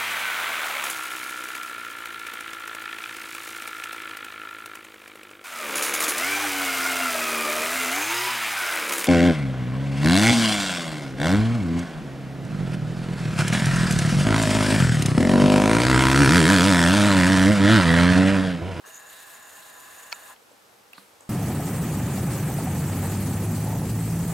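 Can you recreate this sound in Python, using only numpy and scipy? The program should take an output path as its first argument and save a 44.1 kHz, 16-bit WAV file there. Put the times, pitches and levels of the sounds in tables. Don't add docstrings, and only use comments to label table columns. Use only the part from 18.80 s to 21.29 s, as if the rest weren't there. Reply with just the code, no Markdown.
import sys
import numpy as np
from scipy import signal
from scipy.fft import rfft, irfft, next_fast_len
from scipy.io import wavfile
from scipy.ndimage import map_coordinates

SR = 44100
rng = np.random.default_rng(int(sys.argv[2]) if len(sys.argv) > 2 else 0)


def unload_audio(sound):
    columns = np.transpose(np.atleast_2d(sound))
    steps = np.round(np.clip(columns, -1, 1) * 32767)
    wavfile.write(sys.argv[1], SR, steps.astype(np.int16))


N = 109897

START_S, STOP_S, RUN_DOWN_S = .04, 1.524, .031
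LENS_START_S = START_S + .0075
STEP_HZ = 178.3

# time in seconds, level in dB.
DRIVE_LEVEL = [(0.06, -48.5), (0.11, -52), (0.25, -50.0), (0.8, -50.5), (0.995, -49.5), (1.495, -48.5),
               (1.53, -47.5)]
# frequency in Hz, likeness (1 = the same).
CAMERA_LIKENESS = [(300,0.3),(640,0.5),(820,.1),(1050,0.49),(1400,0.11),(1750,0.58),(3100,0.63),(6000,0.83),(8000,0.87),(10000,1)]


def motor_steps():
    # pitch in Hz, relative level in dB, seconds to its peak.
    step_notes = [(1695,-0.5,0.0013),(1125,-17,.003),(2765,-16.5,0.0011)]
    t = clock()
    rate_hz = STEP_HZ - 84.97 * np.exp(-np.maximum(t - START_S, 0) / .05)
    steps_taken = np.ceil(np.cumsum(rate_hz * (t > START_S)) / SR)
    times = t[np.diff(steps_taken, prepend=0) > 0]
    jitter_s, scatter_db = .00022, 1.1
    late, strength = rng.standard_normal((len(times), 2)).T
    samples = np.clip(np.round((times + jitter_s * late) * SR).astype(int), 0, N - 1)
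    pulses = np.bincount(samples, amp(scatter_db * strength), N)
    age = t[:SR // 20]
    one_step = sum(amp(db) * age / peak_s * np.exp(-age / peak_s) * np.sin(2 * np.pi * hz * age)
                   for hz, db, peak_s in step_notes)
    rattle = unit(signal.fftconvolve(pulses, one_step)[:N])
    easing = amp(-2.6 - 2.3 * t)
    return rattle * easing * level(DRIVE_LEVEL) * running(START_S, rise_s=.001)


def gear_whir():
    # pitch in Hz, width in Hz, relative level in dB.
    resonances = [(469,35,-12.5),(641,47,-4),(815,56,-3.5),(1023,42,-2.5),(1130,56,-5),(1375,210,-7.5),(1670,64,-4),(1800,100,-8),(2067,120,-12.5),(2676,80,-10),(2835,50,-9.5),(3680,270,-15.5),(4570,110,-20.5)]
    tooth_hz, tap_share = 554, .21
    travel = np.cumsum(1 + .012 * wobble(14)) / SR
    load = 1 + .22 * np.cos(2 * np.pi * STEP_HZ * travel)
    pressure = 1 + .46 * np.cos(2 * np.pi * tooth_hz * travel)
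    new_tooth = np.diff(np.floor(tooth_hz * travel), prepend=0)
    taps = unit(new_tooth * (.33 + rng.standard_normal((2, N))))
    friction = unit(pressure * rng.standard_normal((2, N)))
    force = load * (np.sqrt(tap_share) * taps + np.sqrt(1 - tap_share) * friction)

    def housing(f):
        return sum((-1) ** k * amp(db) * 1j * f * width / (hz * hz - f * f + 1j * f * width)
                   for k, (hz, width, db) in enumerate(resonances))

    whir = unit(spread(filtered(force, housing), CAMERA_LIKENESS))
    return whir * amp(-2) * level(DRIVE_LEVEL) * running(START_S, rise_s=.0073) * lean_right(.4)


def gear_tone():
    tone = fuzzy_tone(1023 + 12 * wobble(30), width_hz=50)
    growth = amp(-16 + 2.5 * clock())
    return tone * growth * level(DRIVE_LEVEL) * running(START_S, rise_s=.003)


def lens_slide():
    # frequency in Hz, relative level in dB.
    hiss_colour = [(300,-12.5),(2500,-3.5),(5500,-8.5),(6500,-5),(7550,-4.5),(7950,1.5),(8550,-4),(9250,2),(9900,-6),(10650,-3.5),(11250,-7.5),(11700,-4),(12850,-.5),(13500,-8.5),(14600,-5.5),(15700,-15.5)]
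    # time in seconds, relative level in dB.
    hiss_level = [(0.06, -54), (0.19, -54.5), (0.265, -58.5), (0.295, -53), (0.435, -53), (0.47, -51),
                  (0.545, -52.0), (0.59, -56.5), (0.755, -52), (0.905, -53.5), (0.975, -57.5), (1.01, -53),
                  (1.255, -52.5), (1.29, -56), (1.44, -52.5), (1.53, -53.5)]
    # time in seconds, relative level in dB.
    rasp_level = [(0.06, -61), (0.265, -64), (0.36, -52.5), (0.525, -61), (0.6, -62.0), (0.79, -65),
                  (0.825, -52), (0.98, -65), (1.155, -60), (1.22, -72), (1.38, -60), (1.53, -62)]
    hiss = noise(lambda f: amp(along(hiss_colour, f)), CAMERA_LIKENESS) * amp(2) * level(hiss_level)
    rasp = band(3800, octaves=.31) * amp(-4) * level(rasp_level)
    surge_db = 1.34 * wobble(75) + 1.15 * np.cos(2 * np.pi * 30 * clock())
    return (hiss + rasp) * amp(surge_db) * running(LENS_START_S, rise_s=.017)


def lens_whine():
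    # time in seconds, relative level in dB.
    whine_level = [(0.055, -56), (0.08, -52), (0.11, -54), (0.15, -46), (0.18, -44), (0.195, -53.5),
                   (0.23, -59.5), (0.3, -51), (0.355, -60), (0.405, -53.5), (0.455, -59.5), (0.55, -51),
                   (0.595, -62), (0.645, -52.5), (0.7, -53.5), (0.765, -51.5), (0.85, -61), (0.905, -53.5),
                   (0.955, -57), (1.015, -54.5), (1.165, -58), (1.19, -50), (1.295, -57), (1.36, -50.5),
                   (1.385, -60), (1.53, -58)]
    t = clock()
    hz = 7006 - 780 * np.exp(-np.maximum(t - START_S, 0) / .045) + 30 * wobble(25)
    core = amp(-2.5) * fuzzy_tone(hz, width_hz=320)
    haze = amp(-5.5) * fuzzy_tone(hz - 170.2, width_hz=1250)
    flicker_db = 1.06 * wobble(34.9) + 2.04 * wobble(100)
    step_phase = 2 * np.pi * STEP_HZ * t
    turning_db = 1.9 * np.cos(step_phase / 2) + 1.8 * np.cos(step_phase)
    flutter = unit(amp(flicker_db + turning_db))
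    return (core + haze) * flutter * level(whine_level) * running(LENS_START_S, rise_s=.011)


def switch_click():
    # pitch in Hz, relative level in dB, seconds to fade 60 dB.
    switch_notes = [(720,-24,0.036),(968,-11.5,0.04),(1370,-11.5,0.042),(1630,-8.5,0.01),(2304,-6,0.013),(2514,-7,0.014),(3010,-17.5,.016),(3500,-18,0.0056),(4315,-2.5,0.007),(4580,-9.5,.005),(5030,-14,0.006),(6540,-28,.012),(7100,-25,.012),(14000,-11,0.002)]
    # start in seconds, relative level in dB, left-right phase gap in radians.
    hits = [(1.32648,-27.5,-1.74),(1.3269,-19,1.1),(1.3313,-42,1)]
    click = sum(strike(switch_notes, start_s, db, low_cut_hz=720, phase_gap=gap)
                for start_s, db, gap in hits)
    return click * lean_right(.6)


def light_tick():
    # pitch in Hz, relative level in dB, seconds to fade 60 dB.
    tick_notes = [(2650,-0.5,0.023),(2780,-11,.012),(8540,-5,0.0018),(11500,-3.5,0.0025),(14000,-7,.002)]
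    return strike(tick_notes, start_s=2.1332, db=-34, low_cut_hz=720, phase_gap=2.14) * lean_right(1)


def body_knock():
    # pitch in Hz, relative level in dB, seconds to fade 60 dB.
    knock_notes = [(200,-15,0.23),(277,-7.5,0.047),(1195,0.5,0.023),(1480,-2,0.022),(1900,-12,0.02)]
    knock = strike(knock_notes, start_s=2.1812, db=-37.5, low_cut_hz=171, phase_gap=.66)
    return knock * lean_right(2.2)


def rubs():
    # start in seconds, level in dB,
    # seconds to swell, seconds to fade 60 dB, centre pitch in Hz, width in octaves.
    scuffs = [(1.315,-39.5,0.0043,0.058,5100,.6),(1.318,-33.5,0.007,0.025,2220,1.16),(0.0405,-46,0.002,0.074,1080,.4),(.072,-47.5,0.0058,0.063,450,.8),(.101,-54,0.0042,0.097,2790,0.16),(.301,-51.5,.002,.03,2750,.2),(.787,-55,.008,.08,2700,.15),(.885,-57,.015,.3,1020,.14),(1.065,-54,0.022,.25,1170,0.3),(1.46,-51,.04,0.23,970,0.7),(1.561,-51.5,.001,0.03,2800,.8),(1.716,-57,.001,.04,7800,0.28),(1.708,-55,0.0093,0.068,530,0.69),(2.13,-58,0.027,.3,4250,0.22),(2.17,-52.5,0.01,0.14,4100,.4),(2.15,-58.5,0.034,0.63,9500,0.89),(2.133,-56.5,.01,0.73,1900,1.9),(2.407,-47,.001,.015,7300,.6),(2.4065,-48,.001,0.025,650,1.2),(2.412,-60,.01,.25,7700,.55),(2.405,-55.5,0.021,0.39,750,1.6)]
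    t = np.arange(SR // 2) / SR
    out = np.zeros((2, N))
    for start_s, db, swell_s, fade_s, hz, octaves in scuffs:
        shape = np.clip(t / swell_s, 0, 1) * amp(db - 60 * np.maximum(t - swell_s, 0) / fade_s)
        out += placed(shape * band(hz, octaves, size=len(t)), start_s)
    return out


def room():
    # frequency in Hz, relative level in dB.
    air_colour = [(25,-29),(64,-17.5),(120,-10.5),(270,-5),(550,-3),(800,-3.5),(1500,-6),(2000,-10),(3400,-12.5),(5500,-14.5),(11500,-19),(14000,-20.5),(15800,-28)]
    # frequency in Hz, likeness (1 = the same).
    air_likeness = [(60,0.91),(180,0.58),(550,0.13),(1650,0.13),(5000,0.57),(15000,0.93)]
    # pitch in Hz, level in dB, width in Hz.
    hums = [(98.4,-81,7),(476.3,-73,32),(812,-72.5,30),(8060,-78.5,230)]
    air = amp(-55.5) * noise(lambda f: amp(along(air_colour, f)), air_likeness)
    thin_tone = amp(-76) * unit(np.sin(2 * np.pi * 12000 * clock()))
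    return air + thin_tone + sum(amp(db) * fuzzy_tone(hz, width) for hz, db, width in hums)


def strike(notes, start_s, db, low_cut_hz, phase_gap):
    t = np.arange(SR // 4) / SR
    ring = np.zeros((2, len(t)))
    for hz, note_db, fade_s in notes:
        shift = np.array([[.5], [-.5]]) * phase_gap / (1 + (hz / 5000) ** 2)
        ring += amp(note_db - 60 * t / fade_s) * np.sin(2 * np.pi * hz * t + shift)
    low_cut = signal.butter(4, low_cut_hz, "high", fs=SR, output="sos")
    return placed(amp(db) * signal.sosfilt(low_cut, ring), start_s)


def running(start_s, rise_s):
    t = clock()
    return np.clip((t - start_s) / rise_s, 0, 1) * np.clip(1 - (t - STOP_S) / RUN_DOWN_S, 0, 1)


def fuzzy_tone(hz, width_hz):
    phase = 2 * np.pi * np.cumsum(hz + np.zeros(N)) / SR
    return unit(wobble(width_hz) * np.cos(phase) + wobble(width_hz) * np.sin(phase))


def band(hz, octaves, size=N):
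    return noise(lambda f: np.exp(-.5 * (np.log2((f + 1) / hz) * 2 / octaves) ** 2),
                 CAMERA_LIKENESS, size)


def noise(colour, likeness, size=N):
    length = next_fast_len(size, True)
    f = np.fft.rfftfreq(length, 1 / SR)
    alike = np.clip(along(likeness, f), -1, 1)
    spectrum = rfft(rng.standard_normal((2, length))) * colour(f)
    mid, side = irfft(spectrum * np.sqrt([1 + alike, 1 - alike]), length)[:, :size]
    return unit(np.array([mid + side, mid - side]))


def spread(pair, likeness):
    def weights(f):
        angle = np.arccos(np.clip(along(likeness, f), -1, 1)) / 2
        return np.array([np.cos(angle), np.sin(angle)])

    mid, side = filtered(pair, weights)
    return np.array([mid + side, mid - side])


def wobble(rate):
    samples = np.linspace(0, N, N // 16)
    coarse = map_coordinates(rng.standard_normal(N // 16), [samples / SR * rate + 2], mode="wrap")
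    return unit(np.interp(np.arange(N), samples, coarse))


def filtered(x, response):
    length = next_fast_len(N + 8192)
    return irfft(rfft(x, length) * response(np.fft.rfftfreq(length, 1 / SR)), length)[..., :N]


def placed(sound, start_s):
    return np.pad(sound, ((0, 0), (max(round(start_s * SR), 0), N)))[:, :N]


def along(rows, hz):
    frequencies, values = np.transpose(rows)
    return np.interp(np.log(hz + 1), np.log(frequencies + 1), values)


def level(rows):
    return amp(np.interp(clock(), *np.transpose(rows)))


def lean_right(db):
    return amp([[-db], [db]])


def amp(db):
    return 10 ** (np.asarray(db) / 20)


def unit(x):
    return x / np.sqrt(np.mean(x ** 2) + 1e-20)


def clock():
    return np.arange(N) / SR


def scene():
    zoom = motor_steps() + gear_whir() + gear_tone() + lens_slide() + lens_whine()
    handling = switch_click() + light_tick() + body_knock() + rubs()
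    return zoom + handling + room()


def record(dry):
    mono_above_hz, top_hz = 10000, 15800
    mid = dry.mean(axis=0)
    sides = filtered(dry - mid, lambda f: f < mono_above_hz)
    return filtered(mid + sides, lambda f: f < top_hz)


dry = scene()
out = record(dry)
unload_audio(out)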